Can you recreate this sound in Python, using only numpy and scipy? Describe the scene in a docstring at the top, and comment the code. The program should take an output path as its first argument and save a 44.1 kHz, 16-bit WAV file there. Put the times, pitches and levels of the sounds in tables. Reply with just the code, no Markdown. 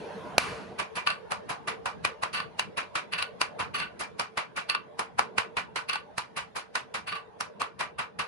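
"""A smith's hammer draws out a glowing iron bar on an anvil: noise cracks, room echoes and steel resonances.
Between runs of blows the hammer rests and bounces on the bare anvil, whose resonances stand out more.
A forge roars behind it, made of noise that flickers in patches.
After the first blow the sound plays several times faster at unchanged pitch: echoes shorten,
attacks smear and the two channels lose their common phase."""
import sys
import numpy as np
from scipy import signal
from scipy.fft import rfft, irfft, next_fast_len
from scipy.io import wavfile
from scipy.ndimage import uniform_filter1d

SR = 44100
rng = np.random.default_rng(int(sys.argv[2]) if len(sys.argv) > 2 else 0)


def to_linear_factor(level_db):
    """Convert decibel levels (scalar or array-like) to linear amplitude factors."""
    exponent = np.asarray(level_db, float) / 20
    return 10 ** exponent


def master_out(mix):
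    """Clip the mix to full scale and print it as 16-bit PCM to the path in sys.argv[1]."""
    frames = np.transpose(np.atleast_2d(mix))
    ceiling = np.clip(frames, -1, 1)
    pcm = np.round(ceiling * 32767).astype(np.int16)
    wavfile.write(sys.argv[1], SR, pcm)


N = 364707

FAST_S, SPEED = .775, 4  # fast play starts here (s), times natural speed

# modes of anvil and hammer head: (width before damping/Hz, mean level through hot iron/dB, on bare steel/dB)
STEEL_MODES = [(90, -6, -24), (60, -10, 11), (42.1, -3, 11.5), (40, -10.5, -1.5), (60, -7.5, -27),
               (19, 3.5, -0.5), (69.4, -1, 10), (38.73, 1.5, 8.5), (58.7, -14.5, 0.5), (40, 1.5, 5.5),
               (240, -11.5, 11), (70.6, -7.5, 8), (150.6, 1.5, 13), (39.2, 6.5, 20), (104, 3, -21),
               (35, 8, 2)]
# broad spectrum of a strike: (f/Hz, relative density/dB)
STRIKE_SPECTRUM = [(47, -21), (80, -7.5), (152, -7.5), (300, -10), (1150, 1.5), (1950, -4), (2430, -2.5),
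                   (3170, -9.5), (4930, -20), (6010, -30), (10400, -32.5), (14500, -58.5), (15500, -59)]
# upper edge of sustained sound: (natural speed/Hz, fast play/Hz)
TOP_EDGE_HZ = [12100, 11300]


def strikes(table, contact, column, ring_db, dulling):
    """Each strike excites the steel with a short crack, the room's answer and the hammer head's high ring."""
    usual_echo_db = -27
    out = np.zeros((2, N + SR))
    lead = SR // 20  # samples ahead of the contact
    contact_hz, contact_treble_db, contact_weight_db = np.transpose(contact)
    for s, crack_db, smear_s, echo_db, favoured_hz in table:
        natural = s < FAST_S
        size = SR // 2 if natural else SR // 3
        t = (np.arange(size) - lead) / SR
        # dulling: dB of treble lost for each dB of a heavier blow
        treble_db = along(np.c_[contact_hz, contact_treble_db], favoured_hz)
        treble_db = treble_db - dulling * (echo_db - usual_echo_db)
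        weight_db = along(np.c_[contact_hz, contact_weight_db], favoured_hz)
        shape = (treble_db, favoured_hz, weight_db)
        mode_db = np.array(STEEL_MODES)[:, column] + rng.normal(0, 2, len(STEEL_MODES))

        # fast play spreads the sound ahead of the contact
        swell = np.sin(np.pi / 2 * np.clip(1 + t / np.clip(smear_s, .001, .045), 0, 1)) ** 8.1
        top = below(TOP_EDGE_HZ[not natural])
        dull = lambda hz: colour(hz, mode_db, shape, accent_db=2.5, damping=0.84) * top(hz)
        loud = np.sqrt(np.mean(np.abs(dull(np.linspace(0, SR / 2, 2048))) ** 2))

        crack = contact_crack(t, natural, mode_db, shape, crack_db - echo_db, loud)
        echo = filtered(room_echo(s, t, natural, smear_s, swell), dull)
        hit = (to_linear_factor(crack_db) * crack + to_linear_factor(echo_db) * echo) / loud
        ring = swell * head_ring(s, t, echo_db + treble_db + ring_db)
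        start = round(s * SR) - lead
        out[:, start:start + size] += hit + ring
    return out[:, :N]


def contact_crack(t, natural, mode_db, shape, excess_db, loud):
    """Noise burst of the contact; while hammer and work touch, the steel is damped."""
    # crack over echo: (f/Hz, level/dB)
    edge_points = [(150, -12.5), (600, -8.5), (1500, -7.5), (3000, -8), (5000, -2), (10000, -2),
                   (13000, -9.5), (15000, 8.5), (15900, -9.5)]
    # extra thump and edge of an unsmeared crack: (f/Hz, level/dB)
    direct_points = [(300, 6.5), (700, 4.5), (1200, -7), (2500, 0), (8000, -2)]
    favoured_hz = shape[1]
    accent_db = -1.5 + 0.34 * np.clip(excess_db, 0, 14)  # a harder contact pings more

    def sharp(hz):
        balance = to_linear_factor(along(edge_points, hz) + natural * along(direct_points, hz))
        return colour(hz, mode_db, shape, accent_db, damping=2.8) * balance * (hz < 15900)

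    # each slope spans 60 dB in the given seconds; fast play leaves a skirt around the crack
    core = to_linear_factor(-60 * np.abs(t) / np.where(t < 0, .003 if natural else .009, .014))
    skirt = (not natural) * to_linear_factor(-14 - 60 * np.abs(t) / np.where(t < 0, .04, .06))
    skirt_noise = filtered(skirt * noise(len(t), natural), below(TOP_EDGE_HZ[not natural]))
    push = -7 * natural * (t == 0)  # at natural speed the contact leads with one sharp pressure dip
    crack = filtered(core * noise(len(t), natural) + push + skirt_noise, sharp)

    # in fast play: brief note of the favoured range, growing 4 dB per dB of excess from 12 to 15 dB
    phase = rng.uniform(0, 2 * np.pi, (2, 1))
    ping = (not natural) * core ** 0.57 * np.sin(2 * np.pi * favoured_hz * t + phase)
    ping_gain = to_linear_factor(4 * np.clip(excess_db - 12, 0, 3) - 19.5)
    return crack + ping_gain * loud * to_linear_factor(along(STRIKE_SPECTRUM, favoured_hz) / 4) * ping


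def room_echo(s, t, natural, smear_s, swell):
    """Workshop reverberation: grainy noise that decays at its own rate in each frequency range."""
    # reverberation: (f/Hz, t60 at natural speed/s)
    room_t60 = [(300, 0.45), (1000, 0.9), (2500, 0.72), (6000, 0.71), (12000, 0.5)]
    hang = 1 if natural else 1.09  # power of time in the decay: above 1 it first hangs, then drops
    size = len(t)
    hz, frame_s, z = signal.stft(noise(size, natural), SR, nperseg=256)
    age = np.maximum(clock(s + frame_s + t[0]) - clock(s), 0)
    grain = patches(z.shape[1:], depth_db=1.5, size=(4, 2))  # loudness uneven in random patches
    decay = to_linear_factor(-60 * (age / along(room_t60, hz)[:, None]) ** hang)
    echo = signal.istft(z * grain * decay, SR, nperseg=256)[1][:, :size]
    # the treble of a smeared strike sets in abruptly, ahead of the contact
    front = (1 + np.tanh((t + 0.33 * smear_s) / 0.00075)) / 2
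    high = filtered(echo, lambda hz: 1 / (1 + (4500 / (hz + 1)) ** 4))
    return swell * (echo - high) + front * high


def head_ring(s, t, level_db):
    """Clean high partials of the hammer head, fading 60 dB in 55 ms of workshop time."""
    # partials of the hammer head: (f/Hz)
    partial_hz = [8210, 10143, 10660, 12390]
    # their mean relative levels: (level/dB)
    partial_db = [-2.5, 5, -11, -23]
    fade_db = -60 * np.maximum(clock(s + t) - clock(s), 0) / 0.055
    phase = rng.uniform(0, 2 * np.pi, (2, len(partial_hz), 1))
    gains = to_linear_factor(np.add(partial_db, rng.normal(0, 2.0, len(partial_hz))))[:, None]
    partials = gains * np.sin(2 * np.pi * np.outer(partial_hz, t) + phase)
    return to_linear_factor(level_db + fade_db) * partials.sum(axis=1)


def colour(hz, mode_db, shape, accent_db, damping):
    """Spectrum of a strike: the steel's resonances, and the range that the point of contact favours."""
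    # mode frequencies, one for each row of STEEL_MODES: (f/Hz)
    mode_hz = [1000, 1165, 1480, 1780, 1970, 2365, 2710, 2940, 3400, 3910, 4450, 6150, 8220, 10143, 10660,
               12390]
    treble_db, accent_hz, weight_db = shape
    modes = zip(mode_hz, damping * np.array(STEEL_MODES)[:, 0], mode_db)
    bump_db = accent_db * np.exp(-(np.log((hz + 1) / accent_hz) / 0.092) ** 2)
    tilt_db = along([(1300, weight_db), (2000, 0.017), (3500, 0.022), (6000, treble_db)], hz)
    return to_linear_factor(along(STRIKE_SPECTRUM, hz) + tilt_db + bump_db) * resonances(hz, modes)


def forge():
    """Roar of fire and blower: flickering noise through the hood's resonances, with a hiss of varying level."""
    # level of the roar and its hiss over time: (t/s, roar level/dB, gain of its hiss/dB)
    roar_course = [(0.0, -41.5, 4.5), (0.41, -39, -0.5), (0.7, -43.5, -2.5), (0.95, -49, 4.5),
                   (1.5, -45, -2.5), (2.6, -48, -0.7), (3.75, -46, -3), (4.3, -50.5, 0), (5.5, -47.5, -5),
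                   (6.4, -54, 3), (7.25, -50, -2.5), (8.27, -52, -3)]
    # spectrum of the roar: (f/Hz, relative density/dB)
    roar_points = [(18, -69), (30, -33), (71, -10), (144, -7.5), (182, -6), (299, -12), (467, -8),
                   (1020, -11.5), (1200, -20), (1510, -18.5), (2300, -25), (3400, -29), (8060, -46.5),
                   (9190, -44.5), (15500, -47)]
    # forge hood resonances: (f/Hz, width/Hz, level/dB)
    hood_modes = [(182, 49, -5), (452, 26, 8.5), (596, 22, 1.5)]
    t = np.arange(N) / SR
    source = np.where(t < FAST_S, noise(N, True), noise(N, False))
    z = signal.stft(source, nperseg=1024)[2]
    flicker = patches(z.shape[1:], depth_db=3.5, size=(4, 5))
    fire = signal.istft(z * flicker, nperseg=1024)[1][:, :N]
    top = below(TOP_EDGE_HZ[1])
    roar = unit(filtered(fire, lambda hz: to_linear_factor(along(roar_points, hz)) * resonances(hz, hood_modes) * top(hz)))
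    hiss = filtered(roar, lambda hz: 1 / (1 + (1500 / (hz + 1)) ** 4))
    s, roar_db, hiss_db = np.transpose(roar_course)
    roar = roar + (to_linear_factor(np.interp(t, s, hiss_db)) - 1) * hiss
    return to_linear_factor(np.interp(t, s, roar_db)) * roar


def noise(n, natural):
    """Stereo noise: independent channels in fast play, partly shared at natural speed."""
    # left-right likeness at natural speed: (f/Hz, correlation)
    likeness = [(60, 0.25), (380, 0.72), (2380, 0.22), (15000, 1)]
    pair = rng.standard_normal((2, n))
    if not natural:
        return pair
    turn = lambda hz: np.arccos(np.clip(along(likeness, hz), -1, 1)) / 2
    mid, side = filtered(pair, lambda hz: np.array([np.cos(turn(hz)), np.sin(turn(hz))]))
    return np.array([mid + side, mid - side])


def clock(s):
    """Workshop time that has passed at playing time s."""
    return s + (SPEED - 1) * np.maximum(s - FAST_S, 0)


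def resonances(hz, modes):
    """Causal peaks (f/Hz, width/Hz, level/dB) over a flat response."""
    return 1 + sum(to_linear_factor(db) * 1j * hz * w / (c * c - hz * hz + 1j * hz * w) for c, w, db in modes)


def below(top_hz):
    """Steep treble edge."""
    return lambda hz: 1 / (1 + (hz / top_hz) ** 40)


def patches(shape, depth_db, size):
    """Random gains, smooth over size cells of a spectrogram."""
    field = uniform_filter1d(rng.standard_normal(shape), size[0], 0)
    field = uniform_filter1d(field, size[1], 1)
    return unit(to_linear_factor(depth_db * unit(field)))


def filtered(x, response):
    """x through a complex response of frequency."""
    n = x.shape[-1]
    m = next_fast_len(n + 8192)
    return irfft(rfft(x, m) * response(np.fft.rfftfreq(m, 1 / SR)), m)[..., :n]


def along(points, hz):
    """Interpolates (f/Hz, value) points on a log frequency axis."""
    f, v = np.transpose(points)
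    return np.interp(np.log(hz + 1), np.log(f + 1), v)


def unit(x):
    """Scaled to rms 1."""
    return x / np.sqrt(np.mean(x ** 2) + 1e-20)


def scene():
    """Blows, bounces and forge, slightly right of centre."""
    # hammer on hot iron: (t/s, crack level/dB, smear/s, echo level/dB, favoured f/Hz)
    blow_table = [(0.3817, -2, .0025, -29.5, 4380), (0.7992, -18.5, .038, -27.5, 2430),
                  (0.9723, -52, 0.053, -29, 2510), (1.3204, -15.5, 0.038, -29.5, 770),
                  (1.5066, -61.5, 0.044, -28.5, 700), (1.6836, -24, 0.029, -27, 2170),
                  (1.8593, -24, .008, -26, 750), (2.0506, -9.5, 0.0099, -26, 2400),
                  (2.2359, -14.5, 0.038, -29, 1080), (2.5958, -11, 0.0091, -29.5, 2830),
                  (2.7822, -30, 0.033, -26, 2500), (2.957, -20, .012, -24.5, 3520),
                  (3.4156, -9, 0.021, -26.5, 4550), (3.6068, -26.5, 0.047, -27, 1380),
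                  (4.0135, -47.5, 0.062, -30.5, 5290), (4.1971, -13.5, 0.0043, -26.5, 5030),
                  (4.3772, -17.5, 0.015, -24.5, 2200), (4.5785, -37.5, 0.05, -29, 2420),
                  (4.9946, -13.5, .012, -28, 743), (5.1936, -8, 0.029, -25, 794),
                  (5.3836, -9.5, 0.017, -24, 2800), (5.5697, -24, 0.0055, -24.5, 2400),
                  (5.7611, -26, 0.0091, -26, 4080), (6.1823, -16, .012, -29.5, 4270),
                  (6.3791, -52, 0.043, -29.5, 2960), (6.571, -41, .043, -31, 4330),
                  (6.7559, -15.5, 0.01, -27, 3770), (6.9468, -40.5, 0.018, -28, 3750),
                  (7.4093, -17, 0.016, -31.5, 5600), (7.6185, -16, 0.062, -28.5, 1130),
                  (7.8106, -21, 0.057, -27, 1930), (7.996, -32, 0.032, -27, 1320),
                  (8.1964, -27, .02, -26, 2630)]
    # hammer bouncing on bare steel: (t/s, crack level/dB, smear/s, echo level/dB, favoured f/Hz)
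    tap_table = [(1.0734, -11.5, 0.026, -24.5, 665), (1.1043, -20, 0.014, -30, 700),
                 (2.3501, -46, 0.063, -28, 6140), (2.3743, -28, 0.014, -31.5, 6160),
                 (2.4026, -20.5, .014, -34, 1045), (3.1363, -19.5, 0.043, -29, 2000),
                 (3.1885, -43, 0.026, -27.5, 3770), (3.2257, -17, 0.025, -33, 4040),
                 (3.7542, -33, .038, -27.5, 6100), (3.8018, -21.5, 0.06, -30.5, 2330),
                 (3.8189, -49, 0.015, -30, 1480), (4.6989, -14.5, 0.026, -27, 4450),
                 (4.7503, -14, 0.014, -32, 1305), (5.897, -18, 0.032, -28.5, 5830),
                 (5.9331, -22, 0.014, -30.5, 5850), (5.9579, -20, 0.0097, -36, 850),
                 (7.0836, -38, 0.04, -31.5, 3430), (7.1268, -23.5, .031, -32.5, 1140),
                 (7.1572, -49, 0.02, -34, 750)]
    # tilt by point of contact on iron: (favoured f/Hz, treble before dulling/dB, low weight/dB)
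    iron_contact = [(750, 11.5, 4), (1200, 7, 1.5), (2400, 9, -.6), (3700, 11.5, -1.5), (5500, 12, 1.6)]
    # tilt by point of contact on steel: (favoured f/Hz, treble/dB, low weight/dB)
    steel_contact = [(700, 2.7, -4), (1230, -5.5, -5.5), (2200, 2.5, -8), (5550, 3, -7.5)]
    # a heavier blow sinks into the hot iron, which dulls it
    blows = strikes(blow_table, iron_contact, column=1, ring_db=-30.0, dulling=0.53)
    taps = strikes(tap_table, steel_contact, column=2, ring_db=-23, dulling=0)
    return (blows + taps + forge()) * to_linear_factor([[-.4], [.4]])


def roll_off(x):
    """The treble ends steeply here."""
    return signal.sosfilt(signal.butter(12, 16340, fs=SR, output="sos"), x)


def record(dry):
    """Microphone with a narrow treble notch."""
    notch = lambda hz: 1 - .8 / (1 + ((hz - 7800) / 120) ** 2)
    return roll_off(filtered(dry, notch))


dry = scene()
out = record(dry)
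master_out(out)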